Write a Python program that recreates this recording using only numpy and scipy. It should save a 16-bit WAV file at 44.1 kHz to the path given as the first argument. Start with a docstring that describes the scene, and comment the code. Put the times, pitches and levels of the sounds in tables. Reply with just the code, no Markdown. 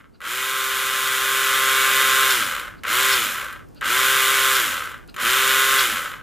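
"""A slot car, rear wheels held off the track, coasts out of a rev, then is revved four times in a small room.
Each rev: a short motor buzz, kicks of the gears, spin-up to a whine, a chirp on release, coast-down.
Rotor and gears are sine banks; pinion teeth knock the plastic shell; brushes and bearings hiss as noise.
The pickup braids tick in the later pauses; reflections and a quiet rumble run throughout.
The whole is softer at first, swells during the first full rev, then holds."""
import sys
import numpy as np
from scipy import signal
from scipy.fft import rfft, irfft
from scipy.io import wavfile

SR = 44100
rng = np.random.default_rng(int(sys.argv[2]) if len(sys.argv) > 2 else 0)


def to_wav(sig):
    """Store sig (one row per channel, or 1-D mono) as 16-bit WAV at the path in sys.argv[1].

    Samples outside -1..1 are clipped; the rate is SR.
    """
    pcm = np.clip(np.atleast_2d(sig), -1, 1) * 32767
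    pcm = np.round(pcm).astype(np.int16)
    wavfile.write(sys.argv[1], SR, pcm.T)  # frames by channels


N = 274302
T = np.arange(N) / SR   # time [s]

# throttle presses: (on [s], off [s], coast to rest [s])
THROTTLE_RUNS_S = [(-1, -0.39, .5), (0.204, 2.322, .5), (2.835, 3.14, .54), (3.811, 4.566, .51),
                   (5.163, 5.81, .48)]
# full-throttle speed, wandering slightly, one list per stretch: (time [s], speed [turns/s])
TOP_SPEED_HZ = [
    [(0.5, 131.0), (0.524, 131.9), (1.168, 131.0), (1.328, 132.4), (2.214, 132.4), (2.28, 131.5)],
    [(4.08, 132.2), (4.136, 132.5), (4.28, 131.3), (4.304, 134.1), (4.324, 132.3), (4.54, 131.9)],
    [(5.4, 132.1), (5.582, 132.1), (5.628, 133.6), (5.79, 133.2)],
]
# rotor and gear tones at full speed: (multiple of turning rate, relative level [dB])
WHINE_DB = [(1, -25.5), (2, -24.5), (3, -6.5), (4, -12), (6, -20), (7, -15), (8, 0), (9, -0.5), (10, -1.5),
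            (11, 0), (12, -4.5), (13, -2), (15, -2.5), (17, -7), (18, -14), (19, -10), (21, -8), (24, -26),
            (25, -5.5), (27, -5), (28, -7.5)]
# force of each pinion tooth in turn: (relative force [dB])
TOOTH_FORCE_DB = [2.5, -3, 2, 2, -4, 2, -4, 1, -1.5]
# broad response of shell and chassis: (frequency [Hz], relative level [dB])
SHELL_DB = [(200, -38), (330, -22), (560, -12.5), (690, -34.5), (880, -19.5), (1100, -22.5), (1500, -7),
            (1850, -23), (3000, -2.5), (3900, -10), (4900, -21), (7200, -17), (15000, -21.5)]
# shell resonances on top of it: (centre [Hz], width [Hz], boost [dB])
SHELL_MODES_HZ_DB = [(615, 36, 6.5), (751, 97, 11.5), (1052, 143, 14.5), (1185, 147, 12), (1323, 113, 12.5),
                     (1539, 200, 9), (1620, 68, 8), (1734, 28, 10), (1837, 155, 13), (2001, 276, 14),
                     (2223, 310, 8), (2470, 150, 5.5), (3750, 220, 1.5), (5110, 570, 4), (7010, 780, 4),
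                     (8050, 170, 2.5), (10660, 1440, 4), (12300, 370, -1), (13280, 500, 9.5),
                     (13650, 410, 3)]
# chassis sway on guide and holding finger: (frequency [Hz], relative level [dB])
SWAY_DB = [(50, -33), (90, -26), (120, 6.5), (165, -22), (215, 9.5), (270, -2), (400, -28), (1500, -65)]
# side level by frequency, nearly mono at 2-6 kHz, wide in the treble: (frequency [Hz], relative level [dB])
WIDTH_DB = [(130, 3), (400, -10), (800, -29.5), (1050, -3), (1500, -14.5), (2000, -99), (3600, -56),
            (5800, -33), (7000, 2), (15000, 2.5)]
# room rumble spectrum: (frequency [Hz], relative density [dB per Hz])
RUMBLE_SPECTRUM_DB = [(25, -2), (45, -0.5), (130, -6), (300, -8), (700, -19), (1400, -23.5), (3000, -36),
                      (6000, -36), (15000, -41)]
# gain of the whole sound: (time [s], gain [dB])
SWELL_GAIN_DB = [(0.3, -7.5), (1.95, 0)]
# stalled motor buzzes at first touch of throttle: (centre [s], length [s], relative level [dB])
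BUZZES_S_DB = [(.153, 0.045, -52), (2.79, .04, -56), (3.775, 0.05, -51), (5.095, 0.028, -45)]
# resonances woken by the buzz: (centre [Hz], width [Hz], relative level [dB])
BUZZ_MODES_HZ_DB = [(1430, 280, 0), (2730, 490, -6), (4100, 400, -4), (4660, 380, -4)]
# gears knock across their play at start or coast: (time [s], relative peak [dB])
KICKS_S_DB = [(0.204, -18), (0.216, -12), (2.5496, -9), (2.596, -9), (2.8349, -12), (3.3715, -17),
              (3.4158, -14), (3.8108, -13), (4.9014, -22), (5.1428, -19), (5.1637, -13)]
# bearing chirps as throttle is let go: (centre [s], length [s], relative level [dB])
CHIRPS_S_DB = [(2.31, .035, -27), (3.13, 0.038, -23), (4.56, .035, -27), (5.793, .03, -23)]
# resonances of the chirp: (centre [Hz], width [Hz], relative level [dB])
CHIRP_MODES_HZ_DB = [(3600, 700, -6), (4400, 600, -9), (5400, 550, -7)]
# pickup braids tick on the rails: (time [s], relative peak [dB])
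TICKS_S_DB = [(3.5279, -24), (3.6875, -42), (3.7474, -40), (4.9791, -38), (5.0769, -37), (5.0984, -39)]

FULL_SPEED_HZ = 132.5   # turning rate at which WHINE_DB holds
SPIN_UP_S = .044   # time constant of the rise to full speed
# relative levels; each power is the exponent of growth with pace
GEAR_DB, GEAR_POWER = -19.1, 1.62
SIZZLE_DB, SIZZLE_POWER = -24.1, 2.6
DRIVE_DB = -30.5   # gears grinding under starting torque
RUMBLE_DB = -49.2
CUTOFF_HZ = 15200


def from_db(db):
    """Decibels to gain."""
    return 10 ** (np.asarray(db) / 20)


def rms_one(x):
    """Scale to unit rms."""
    return x / np.sqrt(np.mean(x ** 2) + 1e-20)


def noise():
    """White noise of unit rms."""
    return rng.standard_normal(N)


def in_time(rows):
    """Interpolate (time, value) rows at every sample."""
    return np.interp(T, *np.transpose(rows))


def at_hz(points, hz):
    """Read a dB spectrum on a log-frequency axis."""
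    at, db = np.transpose(points)
    return np.interp(np.log(hz + 1), np.log(at), db)


def drift(rate_hz):
    """Smooth random curve, spread about 1, with rate_hz knots per second."""
    knots = rng.standard_normal(4000)
    return np.interp(T * rate_hz, np.arange(len(knots)), knots) * np.sqrt(3 / 2)


def colour(x, response_db, size=8192):
    """Minimum-phase filter of the given response, unit power gain for white noise."""
    cepstrum = irfft(np.log(from_db(response_db(np.fft.rfftfreq(size, 1 / SR)))))
    # fold the cepstrum onto positive time: causal
    cepstrum[1:size // 2] *= 2
    cepstrum[size // 2 + 1:] = 0
    impulse = irfft(np.exp(rfft(cepstrum)))
    return signal.fftconvolve(x, impulse / np.linalg.norm(impulse))[:N]


def edge(x, hz, kind, order=2):
    """Butterworth high- or low-pass."""
    sos = signal.butter(order, min(hz, SR / 2 - 1), kind, fs=SR, output="sos")
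    return signal.sosfilt(sos, x)


def resonance(hz, centre_hz, width_hz):
    """Resonance curve, 1 at its centre."""
    return 1 / (1 + (2 * (hz - centre_hz) / width_hz) ** 2)


def shell_db(hz):
    """Response of the car's body, too small to radiate deep bass."""
    peaks_db = sum(db * resonance(hz, centre, width) for centre, width, db in SHELL_MODES_HZ_DB)
    bass_loss_db = 10 * np.log10(1 + (170 / (hz + 1)) ** 2)
    return at_hz(SHELL_DB, hz) + peaks_db - bass_loss_db


def throttle():
    """Shares of full speed and torque: exponential approach to top speed, then even slowing by friction."""
    pace, torque = np.zeros(N), np.zeros(N)
    for on_s, off_s, coast_s in THROTTLE_RUNS_S:
        lag = np.exp(-np.maximum(T - on_s, 0) / SPIN_UP_S)
        coast = np.clip(1 - (T - off_s) / coast_s, 0, 1)
        pace += (1 - lag) * coast
        torque += lag * (T >= on_s) * (T < off_s)
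    return np.minimum(pace, 1), torque


def whine(speed_hz, turns, waver_db, slip_rad, flutter_rad):
    """Rotor and gear tones glide through the shell's resonances as the speed changes."""
    grid_hz = np.arange(0, SR / 2, 2)
    body_db = shell_db(grid_hz)
    angle = 2 * np.pi * turns + flutter_rad * drift(90)   # gear play shakes the rotor
    rotor, gears = np.zeros(N), np.zeros(N)
    for multiple, db in WHINE_DB:
        here_db = np.interp(multiple * speed_hz, grid_hz, body_db)
        full_speed_db = np.interp(multiple * FULL_SPEED_HZ, grid_hz, body_db)
        gain_db = db + np.minimum(here_db - full_speed_db, 2)   # limit: no single tone whistles out
        phase = multiple * angle + rng.uniform(0, 2 * np.pi)
        if multiple < 8:
            rotor += from_db(gain_db + .5 * waver_db * drift(8.9)) * np.sin(phase)
        else:
            gears += from_db(gain_db + waver_db * drift(9)) * np.sin(phase + slip_rad * drift(11))
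    return rotor, gears


def rattle(speed_hz, turns, scatter_db, wobble_db, hiss_db):
    """Each pinion tooth knocks and rubs; the slightly eccentric shaft presses harder once a turn."""
    teeth = len(TOOTH_FORCE_DB)
    tooth = np.floor(teeth * turns + .12 * drift(500)).astype(int)
    meets = np.diff(tooth, prepend=tooth[0]) > 0
    force_db = np.take(TOOTH_FORCE_DB, tooth % teeth) + scatter_db * np.clip(noise(), -2, 2)
    knocks = meets * rng.choice([-1, 1], N) * from_db(force_db)
    # slow teeth knock more rarely; each knock is raised to even out the power
    knocks = rms_one(knocks / np.sqrt(speed_hz + 10))
    pressure = from_db(wobble_db * np.sin(2 * np.pi * turns))
    return rms_one(pressure * (knocks + from_db(hiss_db) * noise()))


def gear_knocking(pace, speed_hz, turns, level):
    """Tooth knocks ring the shell; slow knocks are soft and wake only its lower resonances."""
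    lurch = from_db(2.54 * (1 - pace) * drift(70))   # unloaded gears bounce unevenly
    teeth = rattle(speed_hz, turns, scatter_db=2.2, wobble_db=2.6, hiss_db=-4.5)
    knocking = colour(level * lurch * teeth, shell_db)
    hardness = np.minimum(0.14 + 0.92 * pace, 1)
    hard = edge(knocking, 5670, "low", order=4)
    soft = edge(knocking, 1350, "low")
    return from_db(-1.92) * hardness * hard + from_db(8.5) * (1 - hardness) * soft


def brush_sizzle(pace, speed_hz, turns):
    """Brushes and bearings hiss through the shell, growing steeply with speed."""
    treble = from_db(SIZZLE_DB) * pace ** SIZZLE_POWER
    rubbing = rattle(speed_hz, turns, scatter_db=3.5, wobble_db=1.5, hiss_db=1.5)
    sizzle = colour(treble * rubbing, shell_db)
    return from_db(9.0) * edge(sizzle, 4100, "high", order=4)


def chassis_sway(pace, turns, level):
    """Rotor imbalance and noise shake the chassis, most strongly near three quarters of full speed."""
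    imbalance = np.sin(2 * np.pi * turns) + from_db(-11) * np.sin(4 * np.pi * turns)
    passing = 0.032 + np.exp(-((pace - .75) / 0.14) ** 2)
    shake = level * passing * (noise() + from_db(-22) * imbalance)
    return from_db(-23.5) * colour(shake, lambda hz: at_hz(SWAY_DB, hz))


def motor():
    """Tonal part (whine, sway) and noisy part (knocking, sizzle), all driven by the rotor's speed."""
    pace, torque = throttle()
    speed_hz = pace * in_time(np.vstack(TOP_SPEED_HZ))
    turns = np.cumsum(speed_hz) / SR
    level = from_db(GEAR_DB) * pace ** GEAR_POWER + from_db(DRIVE_DB) * np.sqrt(torque)
    rotor, gears = whine(speed_hz, turns, waver_db=1.5, slip_rad=.3, flutter_rad=.008)
    meshing = pace ** 4   # only fast gears sing; slow ones clatter
    tones = level * (from_db(-8.5) * rotor * pace + from_db(-9.0) * gears * meshing)
    tones += chassis_sway(pace, turns, level)
    clatter = gear_knocking(pace, speed_hz, turns, level) + brush_sizzle(pace, speed_hz, turns)
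    return tones, clatter


def room(x, t60_s, gap_s):
    """Diffuse reflections from track, backdrop and walls: decaying noise after a gap."""
    t = T[:SR // 2]
    tail = rng.standard_normal(len(t)) * from_db(-60 * t / t60_s) * (t > gap_s)
    return signal.fftconvolve(x, tail / np.linalg.norm(tail))[:N]


def room_rumble():
    """Steady low-weighted noise of the room, independent in mid and side."""
    near, wide = (edge(colour(noise(), lambda hz: at_hz(RUMBLE_SPECTRUM_DB, hz)), 32, "high", order=4)
                  for _ in range(2))
    gain = from_db(RUMBLE_DB)
    return gain * near, from_db(4.5) * gain * edge(wide, 1000, "low")


def squeals(events, modes):
    """Brief swells of scratchy noise in a few resonances."""
    swell = sum(from_db(db) * np.exp(-2 * (2 * (T - s) / length_s) ** 2) for s, length_s, db in events)

    def response_db(hz):
        return 20 * np.log10(sum(from_db(db) * resonance(hz, centre, width) for centre, width, db in modes))
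    return swell * colour(noise(), response_db)


def motor_buzzes():
    """The stalled motor wakes its resonances at the first touch of the throttle."""
    return squeals(BUZZES_S_DB, BUZZ_MODES_HZ_DB)


def bursts(events, decay_s):
    """A dying puff of noise for each contact."""
    envelope = sum(from_db(db) * (T >= s) * np.exp(-np.abs(T - s) / decay_s) for s, db in events)
    return envelope * noise()


def gear_kicks():
    """Gears knock across their play and ring the shell."""
    return from_db(-13.5) * colour(bursts(KICKS_S_DB, decay_s=0.0044), shell_db)


def bearing_chirps():
    """A bearing chirps in its resonances as the throttle is let go."""
    return squeals(CHIRPS_S_DB, CHIRP_MODES_HZ_DB)


def braid_ticks():
    """Pickup braids tick on the rails: very short, treble only."""
    return from_db(-5.5) * edge(bursts(TICKS_S_DB, decay_s=0.0012), 5000, "high")


def scene():
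    """The car close in front, its reflections around it, over a quiet rumble."""
    tones, clatter = motor()
    clatter += motor_buzzes() + gear_kicks() + bearing_chirps() + braid_ticks()
    mid = tones + clatter + from_db(-7.5) * room(clatter, t60_s=0.3, gap_s=0.00318)
    around = room(tones + clatter, t60_s=0.088, gap_s=.001)
    side = from_db(-6) * colour(around, lambda hz: at_hz(WIDTH_DB, hz))
    rumble_mid, rumble_side = room_rumble()
    mid, side = mid + rumble_mid, side + rumble_side
    return from_db(in_time(SWELL_GAIN_DB)) * np.array([mid + side, mid - side])


def record(dry):
    """Steep elliptic low-pass at the top of the band."""
    return signal.sosfilt(signal.ellip(12, .1, 90, CUTOFF_HZ, fs=SR, output="sos"), dry)


dry = scene()
out = record(dry)
to_wav(out)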